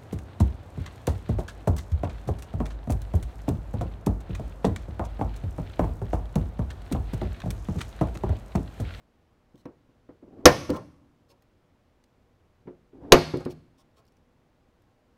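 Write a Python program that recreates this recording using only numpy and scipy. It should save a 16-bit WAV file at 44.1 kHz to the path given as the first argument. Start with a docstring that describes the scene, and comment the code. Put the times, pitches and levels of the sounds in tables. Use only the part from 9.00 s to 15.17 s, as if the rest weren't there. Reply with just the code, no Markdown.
"""Centre punch on a truck bed

A spring-loaded centre punch marks two holes in the steel floor of a pickup bed, in a workshop.
Each time the tip is set down, the floor creaks under the push and the hammer trips with a crack that
overloads the microphone. The floor knocks back as the punch lifts, and the slide clicks home."""
import sys
import numpy as np
from scipy import signal
from scipy.fft import rfft, irfft
from scipy.io import wavfile

SR = 44100
rng = np.random.default_rng(int(sys.argv[2]) if len(sys.argv) > 2 else 0)


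def output_pcm(signal):
    """Save a mono or channel-first signal as 16-bit PCM at the path in sys.argv[1].

    Samples are clipped to [-1, 1] before scaling.
    """
    pcm = np.clip(np.atleast_2d(signal).T, -1, 1) * 32767
    wavfile.write(sys.argv[1], SR, np.round(pcm).astype(np.int16))


N = 272097

# Each trip of the hammer and the push that leads up to it: start_s, crack_db, tilt_db_per_octave,
# ring_db, shove_db, ping_hz, ping_db, heave_db, push_length_s, creak_end_db
SHOTS = [(1.4559, -2.5, 0, -1, -1, 5542, -6.5, -27, .235, -45.5),
         (4.1212, -1.5, -2, -1.83, -3, 4568, -7.5, -7.5, .195, -38.5)]
# Hammer on the steel pin: band_hz, level_db, t60_s
CRACK_BANDS = [(1270, -10, 0.03), (2820, -5, 0.038), (6000, -7, 0.045), (7000, -15.5, 0.015),
               (12600, -14, 0.057), (15000, -20.5, .04)]
# The floor's modes at the first mark and, from MOVE_S on, at the second: pitch_hz, level_db, t60_s
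FIRST_MARK_MODES = [(80, -16.5, 0.21), (127.96, -16.5, 0.16), (250, -18.5, 0.099), (289, -8, 0.15),
                    (352.4, -4.5, 0.11), (495.6, -0.78, 0.11), (523, -8, 0.12), (565, -26, 0.41),
                    (590, -7, 0.13), (658, -15, 0.1), (714, -18.5, 0.23), (870, -23.5, 0.18),
                    (941, -13.5, 0.11), (1047, -10.5, 0.14), (1128.4, -12, .1), (1290, -14, .1),
                    (1406, -12, .11), (1810, -17, 0.19), (2023, -19.5, .12), (2232.7, -22, 0.12)]
SECOND_MARK_MODES = [(157.3, -16, 0.34), (263.6, -9.5, 0.18), (359.1, -4, 0.2), (424, -7.5, .16),
                     (489, -7, 0.13), (561.7, -7.5, .15), (678, -12.5, .18), (707, -12, 0.16),
                     (905, -28.5, 0.25), (1073, -11, 0.1), (1184, -27, .22), (1390, -23.5, 0.23),
                     (1480, -27.5, 0.096), (1617, -23, 0.13), (1949, -26, 0.16), (2236, -18, 0.14),
                     (2466, -18.5, .09), (2907, -18, 0.11)]
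MOVE_S = 2.1
# Dense ring of the ribbed floor between its modes: band_hz, level_db, t60_s
SHEET_BANDS = [(107, -25, 0.42), (250, -12.5, 0.15), (497, -15, 0.27), (1036, -12.5, 0.16),
               (1750, -14, 0.13), (3070, -17.5, 0.11), (5370, -22, 0.12)]
# Hands and tip landing, the floor giving or springing back: start_s, level_db, relative_clack_db
KNOCKS = [(0.5426, -43, -26), (0.654, -31.5, -10), (.888, -46, -48), (1.089, -39, -11), (1.224, -39.5, -26),
          (1.385, -41, -18.5), (1.692, -17, -15), (1.7019, -14, -23.5), (3.654, -44.5, -29.5),
          (3.6716, -31, -12.5), (3.929, -46.5, -15.5), (4.048, -42.5, -9.5), (4.3369, -15.5, -17),
          (4.458, -21.5, -14)]
# Colour of the tip grinding on the floor: frequency_hz, density_db
CREAK_COLOUR = [(25, -6.5), (120, -1), (200, -4), (290, 9), (480, -3), (750, -10), (1400, -26.5),
                (2500, -40), (6000, -49.5), (15000, -62.5)]
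# Slide and spring snapping into place: start_s, level_db
CLICKS = [(0.556, -66.5), (0.655, -62), (1.695, -49), (1.702, -38), (2.422, -64), (3.039, -65),
          (4.371, -50.5), (4.451, -45.5), (5.82, -70)]
# Ring of those small parts: band_hz, level_db, t60_s
SLIDE_BANDS = [(1470, -24, 0.052), (4520, 1, 0.026), (7240, -6, 0.018), (9700, -10, 0.028),
               (14400, -9, .03)]
# Light ticks as the tip feels for its mark: start_s, end_s, level_db
FUMBLES = [(5.04, 5.199, -71)]
# The punch dragging on the floor or sliding in its sleeve: start_s, length_s, hiss_db, floor_db
SCRAPES = [(0.562, 0.064, -61.5, -78), (1.725, .03, -50, -32.5), (1.752, 0.024, -44, -41),
           (2.282, 0.051, -56.5, -58.5), (4.398, 0.015, -55.5, -38.5), (4.494, 0.038, -48.5, -62),
           (4.772, 0.056, -58.5, -63), (4.956, 0.054, -59, -58)]
# Workshop reverb: band_hz, gain_db, t60_s
ECHO_BANDS = [(60, -16.5, 0.66), (160, -16, 0.93), (388, -23.5, 0.3), (1000, -24, 0.74), (2540, -19, .6),
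              (6300, -21, .55), (7700, -21.5, 0.72), (14000, -21, 0.23)]
# Colour of the moving air: frequency_hz, density_db
AIR_COLOUR = [(20, -2.5), (40, -1), (65, -1.5), (110, -2.5), (165, -7), (245, -6), (400, -12), (490, -11.5),
              (700, -15), (1050, -18.5), (1650, -23), (3000, -28.5), (6000, -36), (9000, -42), (15500, -45)]
# Faint hum of the shop's fans: pitch_hz, level_db
FAN_HUM = [(91.5, -78.5), (118.4, -80.5), (247.6, -80), (360.7, -84), (484.5, -82), (602.9, -85.5),
           (796.7, -88), (1082, -90.5)]


def punch_shots(shove_s=.0012, ping_s=0.0055, heave_hz=27, heave_s=.016, tilt_pivot_hz=4000):
    """The tip shoves the floor, the hammer cracks and pings on the pin, the floor rings and heaves."""
    out = np.zeros(N)
    octaves = np.log2(np.transpose(CRACK_BANDS)[0] / tilt_pivot_hz)
    for start_s, crack_db, tilt_db, ring_db, shove_db, ping_hz, ping_db, heave_db, _, _ in SHOTS:
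        ring = floor_ring(start_s, modes_db=0.5, sheet_db=1.5, spread_s=0.0026)
        t = np.arange(len(ring)) / SR
        # the chattering pin gives a rough, narrow ping that the hand damps at once
        ping_colour = [(.7 * ping_hz, -40), (.92 * ping_hz, 0), (1.08 * ping_hz, 0), (1.4 * ping_hz, -40)]
        ping = coloured(rng.standard_normal(len(t)), ping_colour) * np.exp(-t / ping_s)
        shove = amp(shove_db) * np.sin(np.pi * np.minimum(t / shove_s, 1)) ** 2
        crack = amp(crack_db + tilt_db * octaves) @ dying_bands(CRACK_BANDS, size=8192)
        heave = amp(heave_db) * np.exp(-t / heave_s) * np.sin(2 * np.pi * heave_hz * t)
        add(out, start_s - shove_s, shove)
        add(out, start_s, crack)
        add(out, start_s, amp(ping_db) * ping + amp(ring_db) * ring + heave)
    return out


def floor_ring(start_s, modes_db, sheet_db, spread_s=0.0019):
    """The steel floor rings at the mark in use; the attack softens as bending waves take time to spread."""
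    sheet = dying_bands(SHEET_BANDS, size=32768).sum(0)
    t = np.arange(len(sheet)) / SR
    mark = FIRST_MARK_MODES if start_s < MOVE_S else SECOND_MARK_MODES
    modes = sum((-1) ** k * amp(db) * np.exp(-np.log(1000) * t / t60) * np.sin(2 * np.pi * hz * t)
                for k, (hz, db, t60) in enumerate(mark))
    attack = 1 - np.exp(-t / spread_s)
    return (amp(modes_db) * modes + amp(sheet_db) * sheet) * attack


def floor_knocks(thud_db=-11, thud_hz=130, thud_s=.016):
    """Softer blows draw a duller ring from the floor, over a low thud; the hard tip adds a clack."""
    out = np.zeros(N)
    for start_s, level_db, clack_db in KNOCKS:
        # a harder clack means a stiffer, shorter contact: brighter body, faster attack
        hardness_db = clack_db + 15
        corner_hz = 335 * 2 ** (hardness_db / 45)
        touch_s = .0008 * 2 ** (-hardness_db / 11)
        ring = floor_ring(start_s, modes_db=-4, sheet_db=1.5, spread_s=touch_s)
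        hard_ring = floor_ring(start_s, modes_db=-4.5, sheet_db=4.5, spread_s=touch_s)
        t = np.arange(len(ring)) / SR
        thud = amp(thud_db) * np.exp(-t / thud_s) * np.sin(2 * np.pi * thud_hz * t)
        body = dulled(ring + thud, corner_hz, q=1.3)
        clack = amp(clack_db) * dulled(hard_ring, hz=1500, q=.6)
        add(out, start_s, amp(level_db) * (body + clack))
    return out


def tip_creaks(grain=0.19, lurch_hz=30, lurch_db=2, push_start_db=-54.5, take_up_s=.006):
    """Under a growing push the tip grinds in tiny, lurching slips that sound through the floor."""
    slips = rng.standard_normal(N) * np.exp(grain * rng.standard_normal(N))
    lurches = coloured(rng.standard_normal(N), [(lurch_hz, 0), (2 * lurch_hz, -100)])
    push = np.zeros(N)
    for shot_s, *_, push_s, creak_end_db in SHOTS:
        t = np.arange(0, push_s, 1 / SR)
        swell = amp(np.linspace(push_start_db, creak_end_db, len(t)))
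        add(push, shot_s - push_s, swell * (1 - np.exp(-t / take_up_s)))
    return push * coloured(slips * amp(lurch_db * lurches), CREAK_COLOUR)


def steel_clicks(ticks_per_s=35, slip_s=0.0011):
    """Slide, spring and tip tick as a brief, rough slip rings the small steel parts."""
    out = np.zeros(N)
    ticks = [(tick_s, level_db) for start_s, end_s, level_db in FUMBLES
             for tick_s in rng.uniform(start_s, end_s, round(ticks_per_s * (end_s - start_s)))]
    t = np.arange(0, 4 * slip_s, 1 / SR)
    for start_s, level_db in CLICKS + ticks:
        ring = dying_bands(SLIDE_BANDS, size=4096).sum(0)
        slip = rng.standard_normal(len(t)) * np.exp(-t / slip_s)
        add(out, start_s, amp(level_db) * signal.fftconvolve(ring, slip / np.linalg.norm(slip)))
    return out


def punch_scrapes(grain_db=7):
    """A short drag swells and fades; its gritty friction rings both the punch and the floor."""
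    out = np.zeros(N)
    for start_s, length_s, hiss_db, floor_db in SCRAPES:
        t = np.arange(0, length_s, 1 / SR)
        slips, sizes = rng.standard_normal((len(t), 2)).T
        friction = slips * amp(grain_db * sizes) * np.sin(np.pi * t / length_s)
        punch = amp(hiss_db) * dying_bands(SLIDE_BANDS, size=32768).sum(0)
        ring = floor_ring(start_s, modes_db=-0.5, sheet_db=3.5)
        floor = amp(floor_db) * dulled(ring, hz=1100, q=1.82)
        add(out, start_s, signal.fftconvolve(punch + floor, friction / np.linalg.norm(friction)))
    return out


def workshop_echo(x, build_s=0.027, low_cut_hz=58):
    """A diffuse tail blooms as the sound reaches the walls; the deepest bass does not come back."""
    hz, db, _ = np.transpose(ECHO_BANDS)
    bands = dying_bands(ECHO_BANDS, size=65536)
    t = np.arange(bands.shape[1]) / SR
    bands *= 1 - np.exp(-t / build_s)
    spectrum_share = abs(np.gradient(hz)) / (SR / 2)
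    tail = (amp(db) * np.sqrt(spectrum_share) / np.linalg.norm(bands, axis=1)) @ bands
    low_cut = signal.butter(6, low_cut_hz, "high", fs=SR, output="sos")
    return signal.fftconvolve(x, signal.sosfilt(low_cut, tail))[:N]


def ventilation(air_db=-65, waver_hz=7):
    """A bed of moving air with a faint, wavering fan hum."""
    f = np.fft.rfftfreq(N, 1 / SR)
    noise = rfft(rng.standard_normal(N))
    hum = sum(amp(db) * unit_rms(irfft(noise / (1 + ((f - hz) / waver_hz) ** 2), N))
              for hz, db in FAN_HUM)
    return hum + amp(air_db) * coloured(rng.standard_normal(N), AIR_COLOUR)


def dying_bands(bands, size):
    """Noise split into bands of (band_hz, level_db, t60_s), each with its own decay; one row a band."""
    hz, db, t60 = np.transpose(bands)
    f, t = np.fft.rfftfreq(size, 1 / SR), np.arange(size) / SR
    shares = np.array([np.interp(np.log(f + 1), np.log(hz), row) for row in np.eye(len(hz))])
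    # roll off beyond the outer bands
    shares *= f ** 4 / (f ** 4 + (hz[0] / 2) ** 4) / (1 + (f / hz[-1] / 1.3) ** 12)
    noise = irfft(np.sqrt(shares) * np.exp(2j * np.pi * rng.random(shares.shape)), size)
    fade = np.exp(-np.log(1000) * t / t60[:, None])
    rows = noise * fade
    gains = amp(db) * np.linalg.norm(fade, axis=1) / np.linalg.norm(rows, axis=1)
    return rows * gains[:, None]


def dulled(x, hz, q):
    """A springy contact acts as a resonant low-pass: little gets through above its own frequency."""
    w = 2 * np.pi * hz
    return signal.lfilter(*signal.bilinear([w ** 2], [1, w / q, w ** 2], SR), x)


def coloured(x, points):
    """Shapes x with an EQ curve of (frequency_hz, gain_db) points, at rms 1."""
    hz, db = np.transpose(points)
    f = np.fft.rfftfreq(len(x), 1 / SR)
    curve = amp(np.interp(np.log(f + 1), np.log(hz), db))
    return unit_rms(irfft(rfft(x) * curve, len(x)))


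def amp(db):
    """Decibels to gain."""
    return 10 ** (np.asarray(db) / 20)


def unit_rms(x):
    """Scales to rms 1."""
    return x / np.sqrt(np.mean(x ** 2) + 1e-20)


def add(mix, start_s, sound):
    """Mixes a sound in at start_s."""
    part = mix[round(start_s * SR):][:len(sound)]
    part += sound[:len(part)]


def scene(echo_layers=3):
    """The work on the truck bed, its echo and the quiet air of the shop, in mono."""
    handling = floor_knocks() + punch_scrapes() + steel_clicks() + tip_creaks()
    # the floor radiates a different mix towards each wall, so the echo of a shot is an even wash
    echo = sum(workshop_echo(punch_shots() + handling) for _ in range(echo_layers))
    return (punch_shots() + handling + echo / np.sqrt(echo_layers) + ventilation())[None]


def record(dry, low_cut_hz=14, high_cut_hz=15850):
    """The microphone drops the slowest pressure swings and overloads on the shots; a high cut follows."""
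    low_cut = signal.butter(1, low_cut_hz, "high", fs=SR)
    overloaded = np.clip(signal.lfilter(*low_cut, dry), -1, 1)
    high_cut = signal.firwin(511, high_cut_hz, window=("kaiser", 9), fs=SR)
    return signal.oaconvolve(overloaded, high_cut[None], "same")


dry = scene()
out = record(dry)
output_pcm(out)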